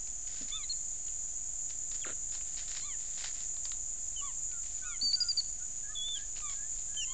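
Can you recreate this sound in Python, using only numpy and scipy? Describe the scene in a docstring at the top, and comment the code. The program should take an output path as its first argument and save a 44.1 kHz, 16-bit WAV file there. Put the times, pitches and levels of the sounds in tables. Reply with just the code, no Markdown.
"""Capuchin monkeys forage on a forest floor, heard by a faintly humming trail camera under steady cicadas.
First come steps in dry leaves, a few close, pure chirps and a far mew; the nearest cicada starts to buzz.
At 2 s a close squeak plunges and breaks into a rasp, then leaves crunch and twigs tick under their hands.
From 4.5 s soft whistles come from deeper in the trees, and at 5 s the loudest chirps, near the microphone.
The nearest cicada rests through these and resumes at 6.3 s, among the last calls and rustles."""
import sys
import numpy as np
from scipy import signal
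from scipy.fft import rfft, irfft
from scipy.io import wavfile
from scipy.ndimage import uniform_filter1d, map_coordinates

SR = 44100
rng = np.random.default_rng(int(sys.argv[2]) if len(sys.argv) > 2 else 0)


def log_audio(samples):
    """Write samples as a 16-bit WAV file to the path given in sys.argv[1]."""
    # one column per channel
    frames = np.atleast_2d(samples).T
    # limit to full scale, then quantise
    limited = np.clip(frames, -1, 1)
    pcm = np.round(limited * 32767).astype(np.int16)
    wavfile.write(sys.argv[1], SR, pcm)


N = 314433
T = np.arange(N) / SR


def from_db(db):
    """Decibels to gain."""
    return 10 ** (np.asarray(db) / 20)


def rms_one(x):
    """Scale to rms 1."""
    return x / np.sqrt(np.mean(x ** 2) + 1e-20)


def in_time(rows, t=T):
    """Each column of a timed table, joined by straight lines."""
    times, *columns = np.transpose(sorted(map(tuple, rows)))
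    return [np.interp(t, times, column) for column in columns]


def span(length):
    """Progress from 0 to 1 through a sound of this length in seconds."""
    return np.linspace(0, 1, max(int(length * SR), 2))


def drift(per_s, size=N):
    """A smooth random wander with a spread of about 1."""
    knots = rng.standard_normal(int(size / SR * per_s) + 4)
    return map_coordinates(knots, [np.arange(size) * per_s / SR], order=2, mode="nearest")


def colour(x, spectrum):
    """Filter by a spectrum that falls 20 dB an octave past its ends."""
    hz, db = np.transpose(sorted(map(tuple, spectrum)))
    octave = np.log2(np.maximum(np.arange(N // 2 + 1) * SR / N, 1))
    outside = np.abs(octave - np.clip(octave, np.log2(hz[0]), np.log2(hz[-1])))
    return irfft(rfft(x) * from_db(np.interp(octave, np.log2(hz), db) - 20 * outside), N)


def band(x, low_hz, high_hz):
    """Causal band-pass."""
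    return signal.sosfilt(signal.butter(2, [low_hz, high_hz], "band", fs=SR, output="sos"), x + 1e-18)


def resonate(x, modes):
    """Parallel resonances with alternating signs."""
    out = 0
    for k, (hz, width, db) in enumerate(modes):
        r = np.exp(-np.pi * width / SR)
        ring = signal.lfilter([1, 0, -1], [1, -2 * r * np.cos(2 * np.pi * hz / SR), r * r], x + 1e-18)
        out = out + (-1) ** k * from_db(db) * (1 - r * r) / 2 * ring
    return out


def pulses(per_s):
    """One click a cycle, shared between its two neighbouring samples."""
    cycles = np.cumsum(per_s) / SR
    fired = np.diff(np.floor(cycles), prepend=0)
    late = fired * (cycles % 1) * SR / per_s
    return fired - late + np.roll(late, -1)


def add(out, start_s, sound):
    """Mix a sound in at a time."""
    at = max(int(start_s * SR), 0)
    out[at:at + len(sound)] += sound[:max(N - at, 0)]


def trees(x, t60, wet_db):
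    """On the way to the microphone a few trunks answer distinctly and foliage scatters a tail."""
    # echoes off trunks and ground: (delay [s], level [dB])
    echoes = [(.013, -27), (.024, -30.5), (.037, -39.5), (.061, -37.5)]
    t = T[:SR]
    response = rng.standard_normal(SR) * from_db(-60 * t / t60) * (1 - np.exp(-t / 0.0046))
    response *= from_db(wet_db) / np.sqrt(np.sum(response ** 2))
    for delay, db in echoes:
        response[int(delay * SR)] += from_db(db)
    return x + signal.fftconvolve(x, response)[:N]


def background(murmur_db=-56, throb_hz=24.3, throb_db=-58):
    """Far forest murmur and a low throb, with the hum of the camera's own electronics."""
    # the distant forest: (frequency [Hz], relative level [dB])
    murmur_spectrum = [(18, -29.5), (30, -4.5), (76, -23), (343, -34.5), (628, -38), (700, -38), (779, -39),
                       (1010, -41), (3380, -40.5), (3930, -42), (5200, -38), (6760, -78), (11400, -120)]
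    # camera hum: (frequency [Hz], rms level [dB])
    hum_tones = [(48.5, -75.5), (97, -79.5), (121, -77.5), (145, -78), (681, -80.5), (705, -75), (729, -83)]
    hum = sum(from_db(db) * np.sqrt(2) * np.sin(2 * np.pi * (hz * T + rng.random()))
              for hz, db in hum_tones)
    throb = np.sqrt(2) * from_db(throb_db + 2 * drift(9.4))
    throb *= np.sin(2 * np.pi * throb_hz * T + .3 * drift(8.3))
    murmur = from_db(murmur_db) * rms_one(colour(rng.standard_normal(N), murmur_spectrum))
    return hum * from_db(drift(4.5)) + throb + murmur


def cicada_chorus(level_db, swell_db, whine_db):
    """Many far insects blur into a shrill band with two steady whines in it."""
    # the massed song: (frequency [Hz], relative level [dB])
    song_spectrum = [(4800, -48), (5600, -25), (6000, -16), (6200, -11), (6700, -5), (6800, 1.5), (6920, 0),
                     (7150, 0.5), (7400, -9.5), (7600, -14), (8000, -19.5), (8350, -24), (8650, -37.5),
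                     (9000, -20)]
    # its whines: (frequency [Hz], width [Hz], gain [dB])
    whine_modes = [(6900, 11, 2), (7020, 18, -2)]
    low = band(colour(rng.standard_normal(N), song_spectrum), 4500, 7430)
    high = band(colour(rng.standard_normal(N), song_spectrum), 7240, 9450)
    # the insects' pulses come and go on their own in each half of the band
    chorus = rms_one(low * from_db(drift(320)) + high * from_db(1.6 * drift(260)))
    chorus *= from_db(swell_db * drift(11) + 0.49 * drift(40))
    whines = resonate(rng.standard_normal(N), whine_modes)
    whines = resonate(whines, [(hz, 8 * width, 0) for hz, width, _ in whine_modes])  # steeper skirts
    return from_db(level_db) * (chorus + from_db(whine_db) * rms_one(whines))


def nearest_cicada(clicks_per_s, fade_s, whine_db):
    """Tymbal clicks run together into a ringing buzz, smeared by the canopy, beside a thin whine."""
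    # bouts of song: (start [s], end [s], buzz level [dB])
    bouts = [(.55, 4.82, -46), (6.33, 7.3, -45.5)]
    # the buzz rings at 6900 and 7400 Hz; 8550 Hz is the camera converter's faint mirror of it:
    # (frequency [Hz], width [Hz], gain [dB])
    buzz_peaks = [(6900, 300, 0), (7400, 250, -3), (8550, 200, -27)]
    # the wandering whine: (time [s], pitch [Hz])
    whine_pitch = [(1.25, 7485), (1.5, 7370), (2.2, 7360), (2.4, 7470), (2.75, 7470), (3.0, 7360),
                   (3.4, 7380), (3.7, 7460), (6.35, 7500), (6.65, 7415)]
    singing = sum(from_db(db) * np.clip(np.minimum(T - start, end - T) / fade_s, 0, 1)
                  for start, end, db in bouts)
    clicks = pulses(clicks_per_s * (1 + .002 * drift(5) + .003 * drift(200)))
    buzz = trees(band(resonate(clicks, buzz_peaks), 6500, 8100), t60=.12, wet_db=3)
    whine_hz, = in_time(whine_pitch)
    whine = from_db(whine_db + 2 * drift(30))
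    whine *= np.sin(2 * np.pi * np.cumsum(whine_hz + 10 * drift(150)) / SR)
    return singing * (rms_one(buzz) + whine)


def leaf_litter(stir_db, cracks_per_s, spread_db, friction, settle_s):
    """Dry leaves near the microphone break in tiny cracks of uneven size, over a soft rubbing."""
    # steps and rummaging: (start [s], length [s], level [dB])
    crunches = [(0.267, 0.098, -56), (0.36, 0.071, -53.5), (0.481, .01, -51.5), (1.69, .02, -56),
                (1.912, .045, -53.5), (2.318, 0.021, -50.5), (2.449, 0.11, -60), (2.568, 0.027, -46),
                (2.677, 0.086, -50.5), (2.76, .01, -50.5), (2.986, 0.21, -58.5), (3.173, 0.053, -48),
                (3.238, 0.012, -44), (3.34, 0.084, -54.5), (4.628, 0.15, -59), (6.154, 0.034, -55.5),
                (6.355, 0.014, -52.5), (6.492, .025, -53), (6.752, .03, -59)]
    # dry leaves: (frequency [Hz], relative level [dB])
    leaf_spectrum = [(300, -10.5), (700, -11), (1200, -10), (1900, -2), (2800, -3.5), (4000, 0.5),
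                     (5500, 1.5), (8000, -24.5)]
    power = from_db(stir_db + 1.87 * drift(5.7)) ** 2
    for start, length, db in crunches:
        pressed = np.clip((T - start) / 0.0024, 0, 1)
        settling = np.exp(-np.clip((T - start - length) / settle_s, 0, 20))
        power += from_db(db) ** 2 * pressed * settling
    sizes = from_db(spread_db * np.minimum(rng.exponential(1, N), 3.5)) * rng.choice([-1, 1], N)
    cracks = sizes * (rng.random(N) < cracks_per_s / SR)
    # each crack shakes its leaf for a moment
    cracks = signal.fftconvolve(cracks, np.exp(-T[:SR // 200] / 0.00071))[:N] * rng.standard_normal(N)
    rubbing = friction * rng.standard_normal(N)
    return np.sqrt(power) * rms_one(colour(rms_one(cracks) + rubbing, leaf_spectrum))


def footfalls():
    """The soil answers a foot with a short dull thud."""
    # soil resonances: (frequency [Hz], level [dB], decay [s])
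    soil_modes = [(217, -7.5, 0.017), (263, -2, 0.022), (324, -14.5, 0.0043), (484, -10.5, 0.012),
                  (620, -10, 0.0085)]
    # soft steps: (time [s], gain [dB])
    steps = [(.41, -42.5), (.438, -52.5), (5.028, -46.5), (5.061, -53)]
    out, t = np.zeros(N), T[:SR // 5]
    thud = sum(from_db(db) * np.exp(-t / decay) * np.sin(2 * np.pi * hz * t)
               for hz, db, decay in soil_modes)
    for start, db in steps:
        add(out, start, from_db(db) * thud * (1 - np.exp(-t / 0.0015)))
    return out


def twigs(gain_db, decay_s, tail_db, tail_s, ring_width_hz, ring_db):
    """A sharp crack with a brief woody ring, then a short shiver of the leaves around it."""
    # twigs and dry leaf edges: (time [s], relative peak [dB], ring [Hz])
    snaps = [(0.0723, -41, 5020), (1.0834, -39, 2930), (2.3515, -35.5, 4180), (2.4108, -39.5, 2670),
             (2.7725, -36, 4860), (3.1778, -39, 5200), (3.2435, -31, 3690), (3.5678, -39, 4300),
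             (3.6535, -30, 4630), (3.718, -31.5, 3800), (4.5161, -42.5, 2300), (4.6352, -50, 2540),
             (5.445, -46, 4470), (6.0838, -36, 3530), (6.366, -39, 2790), (6.4035, -39.5, 5130),
             (6.4961, -39, 3390), (6.945, -43, 3150)]
    out, t = np.zeros(N), T[:SR // 20]
    envelope = np.exp(-t / decay_s) + from_db(tail_db) * np.exp(-t / tail_s)
    for start, db, hz in snaps:
        crack = band(rng.standard_normal(len(t)) * envelope, 700, 5800)
        crack += resonate(crack, [(hz, ring_width_hz, ring_db)])
        add(out, start, from_db(db + gain_db) * crack / np.abs(crack).max())
    return out


def voice(calls, edge_s, jitter, flutter_db, click_db=-80):
    """A monkey's vocal folds make gliding tones with a few harmonics, unsteady in pitch and strength."""
    out = np.zeros(N)
    for start, hz, db, harmonics_db in calls:
        t = T[:len(hz)]
        phase = 2 * np.pi * np.cumsum(hz * (1 + jitter * drift(300, size=len(t)))) / SR
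        gate = np.sin(np.pi / 2 * np.clip(np.minimum(t, t[-1] - t) / edge_s, 0, 1))
        tone = sum(from_db(harmonic_db + flutter_db * drift(70, size=len(t))) * np.sin(k * phase)
                   for k, harmonic_db in enumerate([0, *harmonics_db], 1))
        add(out, start, np.sqrt(2) * from_db(db) * gate * tone)
        # the folds click as they catch and let go
        for at_s, edge_db in (start, db[0]), (start + t[-1], db[-1]):
            click = rng.standard_normal(SR // 100) * np.exp(-T[:SR // 100] / 0.005)
            add(out, at_s, from_db(edge_db + click_db) * band(click, 1800, 6600))
    return out


def whistles(fade_db=6.5):
    """Soft glides from deeper in the trees, each sagging and swelling in the middle."""
    # falling at first, then rising: (start [s], length [s], pitch [Hz], glide [Hz], sag [Hz], level [dB])
    glides = [ (4.503, .1, 1512, -160, 18, -62), (4.816, 0.13, 1538, -170, 10, -52.5),
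              (5.149, .15, 1511, -130, 7.2, -57), (5.596, 0.064, 1436, 149, 50, -64),
              (5.831, 0.1, 1650, 180, 80, -57), (6.146, .105, 1677, 113, 95, -57.5),
              (6.534, 0.15, 1644, 195, 87, -61), (6.879, 0.17, 1625, 221, 59, -61.5)]
    calls = []
    for start, length, hz, glide_hz, sag_hz, db in glides:
        progress = span(length)
        off_centre = (2 * progress - 1) ** 2
        pitch = hz + glide_hz * progress - sag_hz * (1 - off_centre)
        calls.append((start, pitch, db - fade_db * off_centre, [-25]))
    return voice(calls, edge_s=0.0076, jitter=0.0076, flutter_db=2)


def mews(fade_db=8):
    """Reedy calls farther off that arch over a crest and swell in the middle, coloured by the mouth."""
    # mews at the vocal folds: (start [s], length [s], crest [share of length], first pitch [Hz],
    # crest pitch [Hz], last pitch [Hz], level [dB], 2nd harmonic [dB], 3rd harmonic [dB])
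    arches = [ (0.505, 0.15, .39, 1047, 1302, 983, -58.5, 6.5, -0.5),
              (2.815, .145, .38, 985, 1206, 835, -54.5, -1, -2.5),
              (4.211, .11, 0.43, 1133, 1150, 860, -44.5, -17, -13),
              (4.831, 0.14, .27, 1104, 1277, 972, -58, 6.5, 2.5),
              (5.89, 0.062, 0.61, 1215, 1277, 1160, -61, -16, -21),
              (6.415, .128, .1, 1263, 1222, 1069, -51.5, -1.5, -5),
              (7.066, .09, 0.79, 1010, 1085, 1044, -51, -10.5, -2)]
    # the mouth's response: (frequency [Hz], gain [dB])
    mouth = [(850, -18), (1050, -11), (1200, 1), (2100, 0), (2450, -7.5), (3250, 1), (3600, -4), (5200, -2)]
    calls = []
    for start, length, crest, first_hz, crest_hz, last_hz, db, second_db, third_db in arches:
        progress = span(length)
        off_crest = np.interp(progress, [0, crest, 1], [1, 0, 1]) ** 1.3  # power 1 is pointed, 2 round
        pitch = crest_hz + (np.where(progress < crest, first_hz, last_hz) - crest_hz) * off_crest
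        level_db = db - fade_db * (2 * progress - 1) ** 2
        calls.append((start, pitch, level_db, [second_db, third_db, third_db - 10]))
    return colour(voice(calls, edge_s=0.0087, jitter=0.008, flutter_db=2), mouth)


def squeak():
    """Close by, a high note plunges two octaves."""
    # the plunge: (time [s], pitch [Hz], level [dB])
    plunge = [(2.007, 3490, -67), (2.022, 3410, -51), (2.033, 3310, -51), (2.041, 2780, -48.5),
              (2.051, 1430, -43), (2.059, 1080, -57), (2.066, 750, -75)]
    start, end = plunge[0][0], plunge[-1][0]
    hz, db = in_time(plunge, np.arange(start, end, 1 / SR))
    pitch = uniform_filter1d(hz, size=300)
    return voice([(start, pitch, db, [-18, -15])], edge_s=.003, jitter=.018, flutter_db=2)


def rasp():
    """Slack vocal folds slap irregularly, each slap letting a puff of turbulence into the throat."""
    # the squeak's broken end: (time [s], slap rate [1/s], level [dB])
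    contour = [(2.046, 700, -68), (2.063, 380, -44.5), (2.085, 300, -47.5), (2.104, 216, -45.5),
               (2.118, 190, -53), (2.135, 170, -57)]
    # throat resonances: (frequency [Hz], width [Hz], gain [dB])
    throat_modes = [(323, 150, 3), (587, 140, 3), (1450, 150, 4), (2020, 400, -4), (2930, 850, -7),
                    (4130, 590, -8.5)]
    per_s, db = in_time(contour)
    slaps = pulses(per_s * from_db(3.2 * drift(400)))
    puffs = uniform_filter1d(slaps, size=90) * rng.standard_normal(N)
    sound = resonate(.5 * rms_one(slaps) + rms_one(puffs) + .5 * rng.standard_normal(N), throat_modes)
    sound /= np.sqrt(uniform_filter1d(sound ** 2, size=1000) + 1e-12)  # the contour alone sets the level
    return sound * from_db(db) * (T > contour[0][0]) * (T < contour[-1][0])


def chirps(scoop_share=.13, drop_share=.11, fade_db=6, sag_hz=120, sag_at_s=.058, sag_share=.17):
    """Close, nearly pure tones that scoop onto a glide and drop as the voice lets go, weaker at the ends."""
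    # chirps: (start [s], length [s], pitch [Hz], glide [Hz], scoop from below [Hz], final drop [Hz],
    # level [dB], 2nd harmonic [dB])
    notes = [ (0.52, 0.061, 3450, 215, -3, 97, -40, -29), (0.634, 0.012, 4010, 3, 0, 100, -44, -24),
             (0.695, 0.031, 4275, 2, 1, 278, -34, -39), (2.805, 0.071, 4220, -100, -5, 0, -55, -38),
             (4.162, 0.052, 3105, -190, 2, 96, -46, -42), (5.012, 0.11, 4720, -78.5, 428, 397, -30.5, -42),
             (5.13, 0.027, 4650, 76, 328, 298, -26, -45), (5.203, 0.031, 4893, -93.5, 52, 200, -27.5, -33),
             (5.284, 0.036, 4855, -170, -4, 172, -30, -30), (5.372, .033, 4735, -320, 5.5, 220, -27, -40),
             (5.952, 0.23, 3430, 201.5, -82, 682, -38.5, -23),
             (6.968, 0.08, 3190, -300, 101, 273, -39, -6.5)]
    calls = []
    for start, length, hz, glide_hz, scoop_hz, drop_hz, db, second_db in notes:
        progress = span(length)
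        catching = np.exp(-progress / scoop_share)
        letting_go = np.exp((progress - 1) / drop_share)
        sagging = np.exp(-((progress - sag_at_s / length) / sag_share) ** 2)  # a held chirp sags once
        pitch = hz + glide_hz * progress - scoop_hz * catching - sag_hz * sagging - drop_hz * letting_go
        calls.append((start, pitch, db - fade_db * (catching ** 2 + letting_go), [second_db]))
    return voice(calls, edge_s=.002, jitter=.002, flutter_db=.5, click_db=-10)


def scene():
    """One microphone in the forest: close sounds arrive almost dry, far calls with more reverberation."""
    ground = leaf_litter(stir_db=-69, cracks_per_s=380, spread_db=4.5, friction=0.98, settle_s=0.021)
    ground += footfalls()
    ground += twigs(gain_db=1, decay_s=0.0012, tail_db=-18.5, tail_s=0.028, ring_width_hz=410, ring_db=7.5)
    near = trees(chirps() + squeak() + rasp() + ground, t60=0.4, wet_db=-20)
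    far = trees(mews() + whistles(), t60=0.59, wet_db=-14.5)
    insects = cicada_chorus(level_db=-41.5, swell_db=0.47, whine_db=-6)
    insects += nearest_cicada(clicks_per_s=159, fade_s=.12, whine_db=-4.5)
    return (near + far + insects + background())[None]


def record(dry):
    """The camera's converter faintly mirrors the highest sounds, cuts the top and sits a little off zero."""
    converter_hz, mirror_db, cutoff_hz, offset = 16000, -16, 8844, .0055
    mirror = from_db(mirror_db) * 2 * np.cos(2 * np.pi * converter_hz * T) * band(dry, 7440, 8000)
    steep_lowpass = signal.ellip(12, .2, 80, cutoff_hz, fs=SR, output="sos")
    return signal.sosfilt(steep_lowpass, dry + mirror) + offset


dry = scene()
out = record(dry)
log_audio(out)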